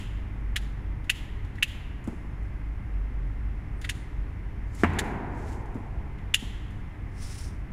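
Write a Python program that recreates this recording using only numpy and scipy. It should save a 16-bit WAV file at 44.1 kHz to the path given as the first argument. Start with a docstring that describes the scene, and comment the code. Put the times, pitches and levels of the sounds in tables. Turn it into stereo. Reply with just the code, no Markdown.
"""Cutting wire mesh in a factory hall

Pliers snip wire mesh off a steel roller: each cut is a snap pulse with the jaws' resonances, which
arrives by several paths, as scatter off the machine's panels and as reverberation of the hall.
A wire squeaks (a gliding sine), small ticks fall between the cuts (scattered pulses), something heavy
bangs further off (resonant pulses and a boom), soles thud as the worker shifts his feet, and his
jacket swishes (shaped noise).
Behind lie the machines: a swelling sine drone, noise rumble and din, and wavering motor tones."""
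import sys
import numpy as np
from scipy import signal
from scipy.fft import rfft, irfft
from scipy.io import wavfile

SR = 44100
rng = np.random.default_rng(int(sys.argv[2]) if len(sys.argv) > 2 else 0)


def transcribe(u):
    """Save the signal u as a 16-bit wav file named by the first command-line argument.

    u: samples, shape (n,) or (channels, n), limited to [-1, 1]; the rate is SR.
    q: integer samples, one column per channel.
    """
    v = np.clip(np.atleast_2d(u).T, -1, 1)
    q = np.round(v * 32767).astype(np.int16)
    wavfile.write(sys.argv[1], SR, q)


N = 340535
TIME = np.arange(N) / SR

# Levels are relative unless called rms or peak; a positive left-right difference leans left.
# Bites of the jaws: [t/s, snap level/dB, ring level/dB, ring f/Hz, treble level/dB,
# top-octave level/dB, scatter level/dB, left-right difference of the ring/dB]
SNIPS = [(-.075, 0, 1.5, 2730, 0.5, 1, -7, -4), (0.563, 0, -21, 3000, -6.5, 2.5, 2, -7),
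         (1.0993, 3, -2, 2720, -3.5, 4.5, -1, -4), (1.5850, -26, 2.5, 1870, -9, 0, -13, 3),
         (1.6292, 1.5, 4, 2670, -2.5, 6, -3, -9.5), (3.8467, -12.5, -15, 1440, -13, 1, 6, 10),
         (3.8956, -3, -15, 2680, -2, -1, 1, -13), (4.9906, -2, -10, 1730, -1.5, 0, 3.5, 7),
         (6.3440, 1.5, 5, 2896, 4, -0.5, 0, -3.5)]
# Small ticks of jaws, wire ends and catching cloth: [t/s, level/dB, treble level/dB]
SMALL_TICKS = [(1.042, -26.5, -4), (1.211, -29, -14), (1.447, -27, -4), (1.555, -25, -4),
               (2.041, -43, 18.5), (2.073, -27.5, 5.5), (2.428, -44, 9), (3.8141, -14, -3.5),
               (4.748, -33, 16.5), (4.933, -25, 3), (5.657, -40.5, 8), (5.743, -34.5, 5.5),
               (6.184, -23, -16), (6.705, -44, 16)]
# Spectrum of the parting wire and the jaws: [f/Hz, level/dB]
SNAP_SPECTRUM = [(200, -48), (700, -30.5), (1200, -17.5), (1500, -8.5), (1900, 0), (2300, -6), (3600, -4),
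                 (4400, -8.5), (5700, -11), (7100, -5.5), (8300, -13.5), (10000, -10), (12000, -18.5),
                 (15000, -26.5)]
# Resonances of the pliers: [ratio to the ring pitch, width/Hz, level/dB]
PLIERS_MODES = [(0.999, 370, 14), (1.16, 443, -11.5), (2.4, 914, -15.5)]
# Ways to the ear; the roller carries a dull forerunner ahead of the air:
# [delay t/s, level/dB, treble level/dB]
PATHS = [(-.00413, -6.5, -18), (0, 1, -4), (.00413, -7, 0)]
# Reverberation time of the hall: [f/Hz, t60/s]
HALL_T60 = [(80, 1.05), (300, 3.5), (850, 3.82), (1600, 2.18), (3000, 1.17), (7000, 0.84), (14000, 0.76)]

# Wire squeaking in the jaws as they twist to and fro
SQUEAK_S, TWIST_S = 3.752, 0.16  # onset and length of one twist
SQUEAK_HZ, SQUEAK_PEAK_DB = 9100, -67  # at full speed
SQUEAK_SAG, SQUEAK_JITTER_HZ = 0.08, 70  # share of pitch lost at the slow ends; rms jitter

# Spectrum of the heavy blow: [f/Hz, level/dB]
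BANG_SPECTRUM = [(70, -27), (140, -17), (250, 2), (500, -7), (1000, -2), (1400, -6.5), (2100, -10.5),
                 (2700, -14), (3900, -42), (8000, -39), (14000, -62)]
# Resonances of the struck thing: [f/Hz, width/Hz, level/dB, left-right difference/dB]
BANG_MODES = [(216, 30, 14, 3), (417, 90, 8, -6), (686, 43, 6.1, 18), (1800, 52, 1, 3)]
# Spectrum that the blow sends into the hall: [f/Hz, level/dB]
BANG_HALL_SPECTRUM = [(60, -39.5), (140, -5), (250, -7), (420, -9.5), (560, -16.5), (720, -9), (960, -9.5),
                      (1200, -18.5), (1650, -14.5), (2300, -17), (3400, -30), (7000, -53)]

# Shoes on the floor: [t/s, level/dB, left-right difference/dB]
STEPS = [(2.076, -1.5, -1), (2.128, -10.5, 0), (5.572, -14.5, -2), (5.755, -5.5, -3), (6.425, -6, -2)]
# Spectrum of a sole on the floor: [f/Hz, level/dB]
SOLE_SPECTRUM = [(60, -18), (140, -6.5), (230, -0.5), (340, -6), (550, -15), (900, -18.5), (2000, -37),
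                 (6000, -57)]

# Strokes of cloth on cloth: [t/s at full speed, hold/s, rms level/dB, left-right difference/dB,
# share of sleeve against glove (0-1)]
RUBS = [(4.796, 0.041, -47, -4, 0), (5.378, 0.022, -58.5, -4, 0), (5.489, .04, -53, -2, 0),
        (7.226, 0.21, -45.5, 3, 0.92)]
RUB_RISE_DB_PER_S, RUB_FALL_DB_PER_S = 220, 165
# Spectrum of the glove's rubbing: [f/Hz, level/dB]
GLOVE_SPECTRUM = [(1000, 3), (4000, -4), (7300, -0.5), (8600, -5.5), (11500, -11), (15000, -26)]
# Spectrum of the sleeve's rubbing: [f/Hz, level/dB]
SLEEVE_SPECTRUM = [(500, -13), (2500, -6), (4500, -5.5), (5500, 2), (6400, -5), (8000, -5.5), (9700, -3.5),
                   (11500, -17), (15000, -20)]

# The motors' deep drone before its flutter: [t/s, rms level/dB]
DRONE_SWELL = [(0.0, -54), (0.06, -41), (0.86, -33), (1.74, -46), (2.49, -36), (3.31, -31.5), (3.67, -39),
               (7.61, -44), (7.72, -43)]
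DRONE_HZ, DRONE_WANDER_RAD, DRONE_FLUTTER = 49.14, 0.63, 0.49  # wander and flutter are rms
# Spectrum of the machines' bass: [f/Hz, level/dB]
RUMBLE_SPECTRUM = [(15, -11), (25, -3.5), (32, -9.5), (44, -3.5), (62, -5.5), (90, -8.5), (125, -15),
                   (180, -36), (400, -69.5)]
# Spectrum of the machines' din: [f/Hz, level/dB]
DIN_SPECTRUM = [(71, -42), (120, -1.5), (240, -10), (271, -9), (300, -10.5), (367, -15.5), (398, -12.5),
                (459, -19), (812, -17), (1410, -23), (2030, -20.5), (3240, -35), (4000, -43), (5500, -45),
                (9710, -54), (11000, -51), (15500, -72)]
RUMBLE_RMS_DB, DIN_RMS_DB = -36, -44.5
# Motor hum and inverter whine: [f/Hz, rms level/dB]
HUM_TONES = [(99.5, -46.5), (200, -57), (300, -61.5), (2073, -67.5), (5335, -89), (10664, -85)]
# Likeness of left and right in surrounding sound: [f/Hz, correlation]
EAR_LIKENESS = [(60, 1), (130, 1), (290, 0.86), (640, -0.4), (1400, 0.19), (3000, -0.12)]

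EDGE_HZ = 15700  # upper limit of the recorded band


def snip(snap_db, ring_db, ring_hz, treble_db, top_db, scatter_db, side_db,
         ear_lag_s=0.00009, hall_width_hz=900):
    """Impulsive excitation: the parting wire snaps, rings the pliers and reaches the ear many ways."""
    def blow(shelf_db):
        """Modal resonance: one pulse per ear, with the ring weighted to one side."""
        ears = [[(ring_hz * ratio, width, db + ring_db + ear * side_db / 2)
                 for ratio, width, db in PLIERS_MODES] for ear in (1, -1)]
        pulses = np.array([click(SNAP_SPECTRUM, treble_db + shelf_db, top_db, modes) for modes in ears])
        # the pliers are to the right: the left ear hears them later
        return disperse(pulses, spread_s=0.0023, lag_s=np.array([[ear_lag_s], [0]]))

    out = np.zeros((2, 2 * SR))
    lead = -PATHS[0][0]  # room for the forerunner
    direct = blow(0)
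    for delay, db, shelf_db in PATHS:
        add(out, lead + delay, amp(db) * blow(shelf_db))

    # the wire crushes before it parts
    crush = convolve(direct, scatter(t60=0.015, rise_s=0.0013))
    add(out, 0.0002, amp(scatter_db - 7) * crush)
    panels = convolve(direct, scatter(t60=0.057, rise_s=0.00031))
    add(out, lead, amp(scatter_db) * panels)

    # all directions together ring more broadly
    broad_ring = [(1.06 * ring_hz, hall_width_hz, ring_db + 9)]
    all_round = click(SNAP_SPECTRUM, treble_db, top_db, broad_ring)
    add(out, lead + 0.012, amp(-16) * convolve(all_round, hall(rise_s=0.004)))
    # a far wall sends back a soft swell
    far_wall = convolve(all_round, scatter(t60=0.35, rise_s=0.0047))
    add(out, lead + 0.045, amp(-17.5) * far_wall)
    return amp(snap_db + 11) * out


def snips_and_ticks():
    """Superposition: all cuts and small ticks add up, each with its answer from the hall."""
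    out = np.zeros((2, N))
    answer = hall(rise_s=0.013)
    for s, *row in SNIPS:
        add(out, s + PATHS[0][0], snip(*row))
    for s, db, treble_db in SMALL_TICKS:
        tick = amp(db + 9) * click(SNAP_SPECTRUM, treble_db)
        add(out, s, convolve(tick, scatter(t60=0.06, rise_s=0.0006)))
        add(out, s, amp(-0.5) * convolve(tick, answer))
    return out


def squeak(count=2):
    """Friction whistle of wire on steel: pitch and level follow the arching speed of each twist."""
    out = np.zeros((2, N))
    t = np.arange(0, count * TWIST_S, 1 / SR)
    speed = abs(np.sin(np.pi * t / TWIST_S))
    jitter_hz = SQUEAK_JITTER_HZ * drift(310)[:len(t)]
    hz = SQUEAK_HZ * (1 - SQUEAK_SAG * (1 - speed)) + jitter_hz
    phase = 2 * np.pi * np.cumsum(hz) / SR
    add(out, SQUEAK_S, amp(SQUEAK_PEAK_DB) * speed * np.sin(phase) * pan(0))
    return out


def bang(s=4.8347, boom_hz=85, boom_t60=0.44, ear_lag_s=0.000584):
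    """Modal response to a heavy blow from the left: push, clatter, booming panel and hall wash."""
    out = np.zeros((2, N))
    ears = [[(hz, width, db + ear * side_db / 2) for hz, width, db, side_db in BANG_MODES]
            for ear in (1, -1)]
    pulses = np.array([click(BANG_SPECTRUM, peaks=modes) for modes in ears])
    push = disperse(pulses, spread_s=0.014, lag_s=np.array([[0], [ear_lag_s]]))
    add(out, s, amp(25.5) * push)

    clatter = convolve(click(BANG_SPECTRUM), scatter(t60=0.09, rise_s=0.0027))
    add(out, s + 0.0035, amp(26.5) * clatter)
    wash = convolve(click(BANG_HALL_SPECTRUM), hall(rise_s=0.0044))
    add(out, s, amp(30) * wash)

    t = np.arange(SR) / SR
    boom_envelope = amp(-13 - 60 * t / boom_t60) * (1 - np.exp(-t / 0.02))
    add(out, s, boom_envelope * np.sin(2 * np.pi * boom_hz * t) * pan(0))
    return out


def steps(thud_hz=240, thud_width_hz=90):
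    """Impact of soles on concrete: a hollow resonant thud, a scattered scuff and reverberation."""
    out = np.zeros((2, N))
    answer = hall(rise_s=0.0116)
    thud = click(SOLE_SPECTRUM, peaks=[(thud_hz, thud_width_hz, 7)])
    sole = click(SOLE_SPECTRUM)
    for s, db, side_db in STEPS:
        weight = amp(db + 13) * pan(side_db)
        scuff = convolve(sole, scatter(t60=0.12, rise_s=0.0026))
        add(out, s, weight * thud)
        add(out, s, amp(7.5) * weight * scuff)
        add(out, s, amp(-11) * weight * convolve(sole, answer))
    return out


def jacket(catch_db=-0.6, snag_db=1.3):
    """Friction noise of cloth on cloth: strokes gather speed, hold and die; threads catch, folds snag."""
    out = np.zeros((2, N))
    glove, sleeve = diffuse(N, GLOVE_SPECTRUM), diffuse(N, SLEEVE_SPECTRUM)
    for s, hold, db, side_db, share in RUBS:
        rise_db = RUB_RISE_DB_PER_S * np.maximum(s - TIME, 0)
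        fall_db = RUB_FALL_DB_PER_S * np.maximum(TIME - s - hold, 0)
        cloth = glove + share * (sleeve - glove)
        out += amp(db - rise_db - fall_db) * pan(side_db) * cloth
    return out * amp(catch_db * drift(600) + snag_db * drift(50))


def machines():
    """Periodic and random radiation: a fluttering drone and wavering tones over rumble and din."""
    swell = amp(np.interp(TIME, *np.transpose(DRONE_SWELL)))
    flutter = 1 + DRONE_FLUTTER * drift(4.9)
    drone_phase = 2 * np.pi * DRONE_HZ * TIME + DRONE_WANDER_RAD * drift(5)
    drone = swell * flutter * np.sqrt(2) * np.sin(drone_phase)  # root two: peak from rms
    rumble = amp(RUMBLE_RMS_DB) * diffuse(N, RUMBLE_SPECTRUM)
    din = amp(DIN_RMS_DB + 0.11 * drift(1.1)) * diffuse(N, DIN_SPECTRUM) * pan(-1.14)
    hum = np.zeros(N)
    for hz, db in HUM_TONES:
        phase = 2 * np.pi * hz * TIME + 0.71 * drift(3.5)
        hum += amp(db) * np.sqrt(2) * np.sin(phase)
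    return drone + rumble + din + hum


def hall(rise_s):
    """Reverberation: the answer swells as the far walls reply, then each band dies at its own speed."""
    hz, t, bands = signal.stft(diffuse(2 * SR), SR, nperseg=256)
    decay = amp(-60 * t / read(HALL_T60, hz)[:, None])
    swell = 1 - np.exp(-(t / rise_s) ** 2)
    tail = signal.istft(bands * decay * swell, SR)[1]
    return tail / np.linalg.norm(tail[0])


def scatter(t60, rise_s):
    """Scattering: dense nearby reflections build up and decay, with a mean energy of one per ear."""
    t = np.arange(SR // 8) / SR
    taps = diffuse(len(t)) * amp(-60 * t / t60) * (1 - np.exp(-t / rise_s))
    return unit(taps) / np.sqrt(len(t))


def diffuse(n, spectrum=None):
    """Diffuse field: stereo noise alike in the bass and nearly unrelated in the treble, rms one."""
    hz = np.fft.rfftfreq(n, 1 / SR)
    left, other = rfft(rng.standard_normal((2, n)))
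    same = np.clip(read(EAR_LIKENESS, hz), -1, 1)
    right = same * left + np.sqrt(1 - same ** 2) * other
    gain = amp(read(spectrum, hz)) if spectrum else 1
    return unit(irfft(np.array([left, right]) * gain, n))


def click(points, treble_db=0, top_db=0, peaks=(), size=4096):
    """Minimum phase: a causal pulse from a spectrum, two shelves and peaks [f/Hz, width/Hz, level/dB]."""
    hz = abs(np.fft.fftfreq(size, 1 / SR))
    treble = hz ** 6 / (hz ** 6 + 4500. ** 6)
    top = hz ** 12 / (hz ** 12 + 11000. ** 12)
    gain = amp(read(points, hz) + treble_db * treble + top_db * top)
    resonance = sum(amp(db) / (1 + (2 * (hz - f) / width) ** 2) for f, width, db in peaks)
    gain = gain * (1 + resonance)
    # the Hilbert transform of the log gain gives the phase of a causal pulse
    response = np.exp(np.conj(signal.hilbert(np.log(gain))))
    return np.fft.ifft(response).real[:size // 2]


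def disperse(x, spread_s, lag_s):
    """Dispersion: delays a pulse by lag_s and smears it, the treble later than the bass."""
    n = x.shape[-1]
    hz = np.fft.rfftfreq(n, 1 / SR)
    fade = np.cos(np.linspace(0, np.pi / 2, n)) ** 2
    turn = np.exp(-2j * np.pi * hz * (lag_s + spread_s * hz / SR))
    return fade * irfft(rfft(x) * turn, n)


def drift(rate_hz):
    """Band-limited chance: random fluctuation below rate_hz, of rms one."""
    hz = np.fft.rfftfreq(N, 1 / SR)
    return unit(irfft(rfft(rng.standard_normal(N)) * (hz < rate_hz), N))


def amp(db):
    """Logarithmic level: decibels to amplitude gain."""
    return 10 ** (np.asarray(db) / 20)


def unit(x):
    """Normalisation: scales to an rms of one."""
    return x / np.sqrt(np.mean(x ** 2) + 1e-20)


def read(points, hz):
    """Logarithmic pitch scale: interpolates a table along log frequency."""
    f, value = np.transpose(points)
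    return np.interp(np.log(hz + 1), np.log(f + 1), value)


def pan(db):
    """Interaural level difference: left and right gains that differ by db."""
    return amp(np.array([[db], [-db]]) / 2)


def convolve(a, b):
    """Linear filtering: convolves channel by channel."""
    return signal.fftconvolve(np.atleast_2d(a), np.atleast_2d(b), axes=1)


def add(mix, s, sound):
    """Superposition: mixes a stereo sound in at time s, cut to the ends of the mix."""
    at = round(s * SR)
    sound = sound[:, max(-at, 0):]
    part = mix[:, max(at, 0):][:, :sound.shape[1]]
    part += sound[:, :part.shape[1]]


def scene():
    """Superposition: the work at the roller and the hall around it."""
    return snips_and_ticks() + squeak() + bang() + steps() + jacket() + machines()


def record(dry, threshold_db=-24, share=0.4, recovery_db_per_s=45):
    """Gain control: level dips just after loud hits, peaks clip at full scale, the band is limited."""
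    power = signal.lfilter(np.ones(256) / 256, [1], (dry ** 2).mean(0))
    excess_db = np.maximum(10 * np.log10(power + 1e-12) - threshold_db, 0)
    # a running maximum against a ramp: instant rise, steady recovery
    ramp_db = TIME * recovery_db_per_s
    duck_db = np.maximum.accumulate(share * excess_db + ramp_db) - ramp_db
    keep = np.exp(-1 / (0.02 * SR))  # the gain needs some milliseconds to fall
    smooth_db = signal.lfilter([1 - keep], [1, -keep], duck_db)
    ducked = dry * amp(-smooth_db)
    edge = signal.firwin(255, EDGE_HZ, window=("kaiser", 9), fs=SR)
    return signal.oaconvolve(np.clip(ducked, -1, 1), edge[None], "same", axes=1)


dry = scene()
out = record(dry)
transcribe(out)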